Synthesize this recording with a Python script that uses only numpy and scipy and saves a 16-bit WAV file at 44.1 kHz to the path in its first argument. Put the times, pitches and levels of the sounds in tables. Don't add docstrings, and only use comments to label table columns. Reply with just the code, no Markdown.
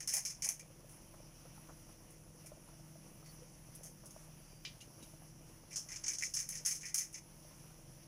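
import sys
import numpy as np
from scipy import signal
from scipy.fft import rfft, irfft, next_fast_len
from scipy.io import wavfile
from scipy.ndimage import uniform_filter1d

SR = 44100
rng = np.random.default_rng(int(sys.argv[2]) if len(sys.argv) > 2 else 0)


def dump_mix(stems):
    frames = np.atleast_2d(stems).T
    limited = np.clip(frames, -1, 1)
    pcm = np.round(limited * 32767).astype(np.int16)
    wavfile.write(sys.argv[1], SR, pcm)


N = 355931

# start in seconds, level in dB before the overall trim, hollow air body in dB re film,
# crisp top in dB re film, shower T60 in seconds, snap in dB re shower.
CRACKLE_BURSTS = [(0.0024, -42, -7.5, -11, 0.19, 9), (0.026, -49, -22, -14, 0.13, 10),
                  (0.0726, -29.5, -19, -5, 0.29, -2), (0.0852, -30.5, -19, -8, 0.3, -5),
                  (0.1204, -32, -5, -8, 0.22, -5), (0.136, -24, -23, 0, 0.12, -5),
                  (0.1644, -27, -13.5, -5, 0.17, 3), (0.2487, -28.5, -19.5, -9, 0.18, -8),
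                  (0.294, -37, -16, -10, 0.22, -7), (0.4194, -28, -13.5, -10, 0.11, -16),
                  (0.4414, -26, -19, -7.5, 0.12, -4), (0.464, -39.5, -3, 0.5, 0.18, -6),
                  (0.486, -28.5, -16, -4, 0.17, 4.5), (0.5923, -46, -5.5, -6, 0.14, 6),
                  (0.891, -63, -19, 10, 0.36, -8), (2.102, -63, -23, 8.5, 0.16, 3),
                  (2.458, -50, -6.5, 2, 0.12, -14), (3.257, -54, -6.5, -6, 0.13, -1),
                  (3.749, -64, -23, 17.5, 0.072, 3), (3.831, -46.5, -22, 0, 0.21, -15),
                  (3.8538, -51, -19, -1, 0.13, -3), (4.055, -53.5, -30, 5, 0.12, -10),
                  (4.105, -55, -32, 0, 0.12, -1), (4.807, -50.5, -14, -4, 0.11, -5),
                  (5.024, -55.5, -24, 0.5, 0.098, 5), (5.706, -49, -4, -8, 0.16, -14),
                  (5.727, -42, -15, -17, 0.27, -15), (5.7566, -28, -46, -16, 0.076, -3),
                  (5.7715, -33.5, -46, -13, 0.2, -10), (5.884, -42.5, -10.5, -17, 0.53, -1),
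                  (5.916, -41.5, -5, -13, 0.23, -4), (5.958, -39, -35, -22, 0.13, 9),
                  (6.035, -32.5, -18, -36, 0.092, -14), (6.06, -32, -16, -22, 0.22, -10),
                  (6.078, -25.5, -18, -16, 0.15, -3), (6.106, -36.5, -4.5, -8, 0.14, -5),
                  (6.132, -31.5, -36, -16, 0.14, 5), (6.183, -33.5, -34, -14, 0.2, -3),
                  (6.206, -40, -4, -16, 0.16, -9), (6.2212, -36, 5, -10, 0.046, 9),
                  (6.233, -29.5, -19, -13.5, 0.21, 6), (6.3358, -29, -27, -8, 0.34, -7),
                  (6.3612, -26, -16, -20, 0.14, -6), (6.387, -30.5, -14, -9, 0.21, -11),
                  (6.487, -36.5, -18, -1.5, 0.26, 5.5), (6.52, -38.5, -7, -12, 0.22, -11),
                  (6.549, -38.5, -12.5, -10, 0.14, -10), (6.571, -38.5, -25, -15, 0.13, -3),
                  (6.6478, -30, -19, -10, 0.27, -8), (6.6577, -22, -16.5, -6.5, 0.26, -1),
                  (6.7074, -28, -17.5, -9, 0.2, 0), (6.7444, -36.5, -37.5, -7, 0.18, -5),
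                  (6.8077, -39.5, -18, -15, 0.37, -4), (6.8307, -50, 9.5, -7, 0.32, 4),
                  (6.852, -34, -22, -12, 0.15, -10), (6.883, -42, -15, -11, 0.092, -3),
                  (6.941, -25.5, -20, -3, 0.26, 3), (6.976, -26, -19, -8, 0.16, -10),
                  (7.001, -33, -12.5, -25, 0.21, 1), (7.1243, -50, -13, 2, 0.18, -9),
                  (7.1403, -36.5, -10.5, -24.5, 0.12, -18), (7.172, -43, -7, -12, 0.044, -11)]
# frequency in Hz, relative density in dB per Hz.
CRACKLE_SPECTRUM = [(530, -54), (900, -40), (1400, -34.5), (1920, -21.5), (2120, -18.5), (2360, -19),
                    (2790, -28), (3960, -37), (5280, -4.5), (6250, 1.5), (7680, -9), (9880, 5.5),
                    (12000, -6), (15100, -11), (16000, -21)]
# start in seconds, nominal level in dB.
LOW_THUDS = [(0.04, -66), (0.136, -47), (0.167, -45), (0.384, -55), (0.46, -50.5), (0.488, -52)]
# start in seconds, nominal level in dB.
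CLINK_EVENTS = [(4.6506, -34), (4.806, -49.5), (5.027, -54)]
# frequency in Hz, relative level in dB, T60 in seconds.
CLINK_MODES = [(2046, -11, 0.2), (2380, -2.5, 0.15), (2900, -2, 0.18), (3080, -4, 0.1), (3120, -7, 0.25),
               (3240, -1, 0.043), (4930, -1, 0.12), (5370, -23, 0.38), (5770, -6, 0.15), (6029, -23, 0.27),
               (8700, -28, 0.89)]
# start in seconds, nominal peak in dB, starting pitch in Hz,
# cycles (of that pitch) to fall 30 dB, splat start level in dB.
LOUD_BUBBLES = [(0.628, -47, 500, 6.0, -68), (0.703, -49, 500, 9, -64), (0.796, -57, 296, 13, -61),
                (0.844, -45.5, 553, 7, -71), (1.14, -55, 627, 6.0, -59), (1.202, -44, 553, 6, -69),
                (1.453, -50, 494, 10, -57.5), (1.577, -53, 666, 3, -57.5), (1.689, -47, 290, 5, -49.5),
                (1.892, -52, 645, 9, -60), (2.004, -55, 615, 9, -63), (2.348, -54, 466, 13, -75),
                (2.447, -53, 603, 14, -68), (2.518, -40.5, 580, 9.5, -62), (2.572, -47, 610, 7.1, -77),
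                (2.687, -59, 662, 6.0, -58.5), (2.735, -52, 607, 6.6, -74), (2.796, -54, 640, 13, -73),
                (2.955, -49.5, 613, 16.0, -69), (3.062, -55, 477, 17, -61), (3.227, -48, 495, 4, -59),
                (3.42, -50.5, 460, 20, -66), (3.809, -45.5, 530, 6, -79), (3.852, -50, 600, 8, -72),
                (4.037, -52, 576, 9, -62), (4.163, -41.5, 606, 8, -59), (4.283, -52, 630, 7.2, -75),
                (4.988, -54, 563, 6.0, -63), (5.025, -42.5, 248, 5.0, -66), (5.136, -52, 606, 9.0, -66),
                (5.22, -49, 650, 5, -60), (5.426, -58, 616, 6.0, -75), (5.635, -45, 510, 4.5, -63),
                (6.12, -47, 285, 6.0, -70), (6.223, -52, 659, 11, -71), (7.449, -48.5, 580, 9, -70),
                (7.639, -51, 614, 6, -66), (7.787, -52, 536, 8, -70)]
# frequency in Hz, relative density in dB per Hz.
SIZZLE_SPECTRUM = [(530, -17), (900, -4.5), (1040, -7), (1320, -9), (1620, -11), (2890, -10), (3820, -18.5),
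                   (4570, -14.5), (5820, -2), (7770, -18.5), (8760, -14), (10000, -3), (12600, -17.5),
                   (15100, -12.5), (16000, -63)]
# start in seconds, end in seconds, frequency in Hz,
# width of each resonance in Hz, level at full swell in dB.
FAINT_WHISTLES = [(3.25, 3.322, 4500, 350, -66.5), (4.38, 4.643, 4770, 120, -73),
                  (4.81, 4.835, 2840, 150, -62), (5.022, 5.044, 3860, 150, -63.5)]
# frequency in Hz, pitch waver in Hz, relative level in dB.
HUM_TONES = [(31.8, 1.46, 2.5), (69, 5.54, -12), (99, 3.56, -21.5), (131.5, 3.7, -1.5), (155.3, 0.56, 5.5),
             (196.3, 3.13, -3), (326.4, 1.14, -4.5), (488.6, 8.2, -9)]
# frequency in Hz, relative density in dB per Hz.
RUMBLE_SPECTRUM = [(18, -14), (27, -15.5), (48, 1.5), (56, -9), (120, -1.5), (250, -10), (330, -9),
                   (430, -24), (600, -12.5), (1200, -38.5), (2500, -71)]

GRAINS_PER_S = 7000
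SHAKE_TRIM_DB = 9
RISE_S, HOLD_S, SNAP_T60_S = .003, .012, .018
BODY_LAG_S = .004
AIR_LOW_HZ, AIR_HZ, BODY_WIDTH_HZ, BODY_RING = 1976, 2333, 170, 1.2
FILM_LOW_HZ, FILM_HZ, FILM_WIDTH_HZ, FILM_RING = 5290, 6370, 550, .8
FILM_LOW_SHARE = 1
RASP_DB, SCRATCH_DB = -25, -18.5
FAINT_RASPIER = 0.2
THUD_LOW_HZ, THUD_HIGH_HZ, THUD_T60_S = 552, 1040, 0.098
RATTLE_DB, CLINK_RING_DB, RATTLE_T60_S = -10, -15, 0.17
BUBBLING_DB, SPLAT_T60_S = -72, 0.087
SIZZLE_DB = -63
HUM_DB, RUMBLE_RE_HUM_DB = -60.5, -2
KITCHEN_T60_S, KITCHEN_DB = 0.18, -12
DUCK_FROM_DB, DUCK_SHARE, RELEASE_DB_PER_S = -42, 0.31, 9
CUTOFF_HZ = 15850


def from_db(db):
    return 10 ** (np.asarray(db) / 20)


def rms_one(x):
    return x / np.sqrt(np.mean(x ** 2) + 1e-20)


def colour(x, spectrum):
    hz, db = np.transpose(spectrum)
    size = next_fast_len(N)
    log_hz = np.log(np.arange(size // 2 + 1) * SR / size + 1)
    gain = from_db(np.interp(log_hz, np.log(hz), db))
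    return rms_one(irfft(rfft(x, size) * gain, size)[:N])


def band(x, low_hz, high_hz):
    sos = signal.butter(4, [low_hz, high_hz], "band", fs=SR, output="sos")
    return rms_one(signal.sosfilt(sos, x))


def drift(rate_hz):
    knots = rng.standard_normal(4000)
    return np.interp(np.arange(N) * rate_hz / SR, np.arange(4000), knots)


def grains(per_s, spread_db):
    sizes = from_db(spread_db * np.minimum(rng.exponential(1, N), 4))
    sizes *= rng.choice([-1, 1], N)
    return sizes * (rng.random(N) < per_s / SR) + 1e-18


def resonate(x, hz, width_hz):
    r = np.exp(-np.pi * width_hz / SR)
    poles = [1, -2 * r * np.cos(2 * np.pi * hz / SR), r * r]
    return signal.lfilter([(1 - r * r) / 2, 0, (r * r - 1) / 2], poles, x)


def ring(clicks, hz, t60_s):
    r, w = from_db(-60 / (t60_s * SR)), 2 * np.pi * hz / SR
    return signal.lfilter([0, np.sin(w)], [1, -2 * r * np.cos(w), r * r], clicks + 1e-18)


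def packet():
    out, t = np.zeros(N), np.arange(SR // 2) / SR
    clumps = from_db(1.04 * drift(300))
    crackle = colour(grains(GRAINS_PER_S, spread_db=3.0) * clumps, CRACKLE_SPECTRUM)
    edges_hz = [500, 1500, 2800, 4300, 8000, 17000]
    low, body, scratch, film, top = [band(crackle, *pair) for pair in zip(edges_hz, edges_hz[1:])]
    film_lower, film_upper = [rms_one(resonate(film, hz, FILM_WIDTH_HZ)) for hz in (FILM_LOW_HZ, FILM_HZ)]
    air_lower, air_upper = [rms_one(resonate(body, hz, BODY_WIDTH_HZ)) for hz in (AIR_LOW_HZ, AIR_HZ)]
    chance = rng.random((len(CRACKLE_BURSTS), 3))
    after_rise = np.maximum(t - RISE_S, 0)
    air_onset = 1 - np.exp(-t / BODY_LAG_S)
    for (place, air_mix, film_mix), burst in zip(chance, CRACKLE_BURSTS):
        s, level_db, body_db, top_db, t60_s, snap_db = burst
        start = int(place * (N - len(t)))
        part = slice(start, start + len(t))
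        shower = from_db(-60 * np.maximum(after_rise - HOLD_S, 0) / max(t60_s, .01))
        snap = from_db(snap_db - 60 * after_rise / SNAP_T60_S)
        envelope = (shower + snap) * from_db(level_db - SHAKE_TRIM_DB) * np.minimum(t / RISE_S, 1) ** 4
        share = FILM_LOW_SHARE * film_mix
        hollow = air_mix * air_lower[part] + (1 - air_mix) * air_upper[part]
        ridges = share * film_lower[part] + (1 - share) * film_upper[part]
        air = rms_one(body[part] + BODY_RING * rms_one(hollow))
        skin = rms_one(film[part] + FILM_RING * rms_one(ridges))
        raspy_db = FAINT_RASPIER * (-30 - level_db)
        rasp = from_db(RASP_DB + raspy_db) * low[part]
        inside = (from_db(body_db) * air + rasp) * air_onset
        edge = from_db(SCRATCH_DB + raspy_db) * scratch[part] + from_db(top_db) * top[part]
        at = round(s * SR)
        out[at:at + len(t)] += (envelope * (inside + skin + edge))[:N - at]
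    return out


def low_thuds():
    out, t = np.zeros(N), np.arange(SR // 4) / SR
    thud = band(grains(3000, spread_db=2.0), THUD_LOW_HZ, THUD_HIGH_HZ)
    onset = 1 - np.exp(-t / BODY_LAG_S)
    for s, db in LOW_THUDS:
        at = round(s * SR)
        out[at:at + len(t)] += from_db(db - 60 * t / THUD_T60_S) * onset * thud[at:at + len(t)]
    return out


def clinks():
    out, t = np.zeros(N), np.arange(SR // 4) / SR
    rattle = band(rng.standard_normal(N), 2030, 6100)
    clicks = np.zeros(N)
    for s, level_db in CLINK_EVENTS:
        at = round(s * SR)
        clicks[at] = from_db(level_db)
        decay = from_db(level_db + RATTLE_DB - 60 * t / RATTLE_T60_S)
        out[at:at + len(t)] += decay * rattle[at:at + len(t)]
    return out + sum(from_db(db + CLINK_RING_DB) * ring(clicks, hz, t60_s) for hz, db, t60_s in CLINK_MODES)


def bubbles(bubbling_db):
    born = grains(300 * from_db(4.4 * drift(7.6)), spread_db=5.0)
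    pitch_index = rng.integers(0, 16, N)
    small = sum(ring(born * (pitch_index == k), hz, 6.3 / hz)
                for k, hz in enumerate(np.geomspace(420, 1500, 16)))
    softened = signal.lfilter([.01], [1, -2 * .88, .88 ** 2], small)
    out = from_db(bubbling_db) * rms_one(softened)
    t = np.arange(SR // 12) / SR
    splat = band(rng.standard_normal(N + SR), 220, 1280)
    for s, peak_db, hz, cycles, splat_db in LOUD_BUBBLES:
        at = round(s * SR)
        swell = (1 - np.exp(-t * hz * 1.8)) * from_db(peak_db - 30 * t * hz / cycles)
        tone = np.sin(2 * np.pi * hz * t * (1 + 3.6 * t))
        burst = from_db(splat_db - 60 * t / SPLAT_T60_S) * splat[at:at + len(t)]
        out[at:at + len(t)] += (swell * tone + burst)[:N - at]
    return out


def sizzle():
    edges_hz = np.geomspace(400, 18000, 12)
    white = rng.standard_normal((2, N))
    together = drift(12)
    hiss = np.zeros(N)
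    for k, (low, high) in enumerate(zip(edges_hz, edges_hz[1:])):
        flicker = from_db(1.2 * together + 1.5 * drift(25))
        hiss += np.sqrt(high - low) * band(white[k % 2], low, high) * flicker
    crackles = rms_one(grains(600, spread_db=4.0))
    return colour(rms_one(hiss) + .3 * crackles, SIZZLE_SPECTRUM)


def whistles():
    out, t = np.zeros(N), np.arange(N) / SR
    white = rng.standard_normal(N)
    for start_s, end_s, hz, width_hz, db in FAINT_WHISTLES:
        tone = rms_one(resonate(resonate(white, hz, width_hz), hz, width_hz))
        progress = np.clip((t - start_s) / (end_s - start_s), 0, 1)
        out += from_db(db) * tone * np.sqrt(np.sin(np.pi * progress) + 1e-12)
    return out


def hum():
    tones = np.zeros(N)
    for hz, waver_hz, db in HUM_TONES:
        level = from_db(db + 2.6 * drift(6.4))
        phase = 2 * np.pi * np.cumsum(hz + waver_hz * drift(12)) / SR
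        tones += level * np.sin(phase)
    rumble = colour(rng.standard_normal(N), RUMBLE_SPECTRUM)
    return rms_one(tones) + from_db(RUMBLE_RE_HUM_DB) * rumble


def kitchen(x):
    t = np.arange(SR // 3) / SR
    tail = rng.standard_normal(len(t)) * from_db(-60 * t / KITCHEN_T60_S) * (t > .004)
    return signal.fftconvolve(x, tail / np.sqrt(np.sum(tail ** 2)))[:N]


def scene():
    near = packet() + low_thuds() + clinks()
    wok = bubbles(BUBBLING_DB) + from_db(SIZZLE_DB) * sizzle() + whistles()
    room = from_db(KITCHEN_DB) * kitchen(near)
    return (near + room + wok + from_db(HUM_DB) * hum())[None]


def record(dry):
    level_db = 10 * np.log10(uniform_filter1d(dry[0] ** 2, SR // 50) + 1e-12)
    excess_db = DUCK_SHARE * np.maximum(level_db - DUCK_FROM_DB, 0)
    slope_db = RELEASE_DB_PER_S * np.arange(N) / SR
    held_db = np.maximum.accumulate(excess_db + slope_db) - slope_db
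    duck_db = uniform_filter1d(held_db, SR // 50)
    low_pass = signal.ellip(10, .5, 60, CUTOFF_HZ, fs=SR, output="sos")
    return signal.sosfilt(low_pass, dry * from_db(-duck_db))


dry = scene()
out = record(dry)
dump_mix(out)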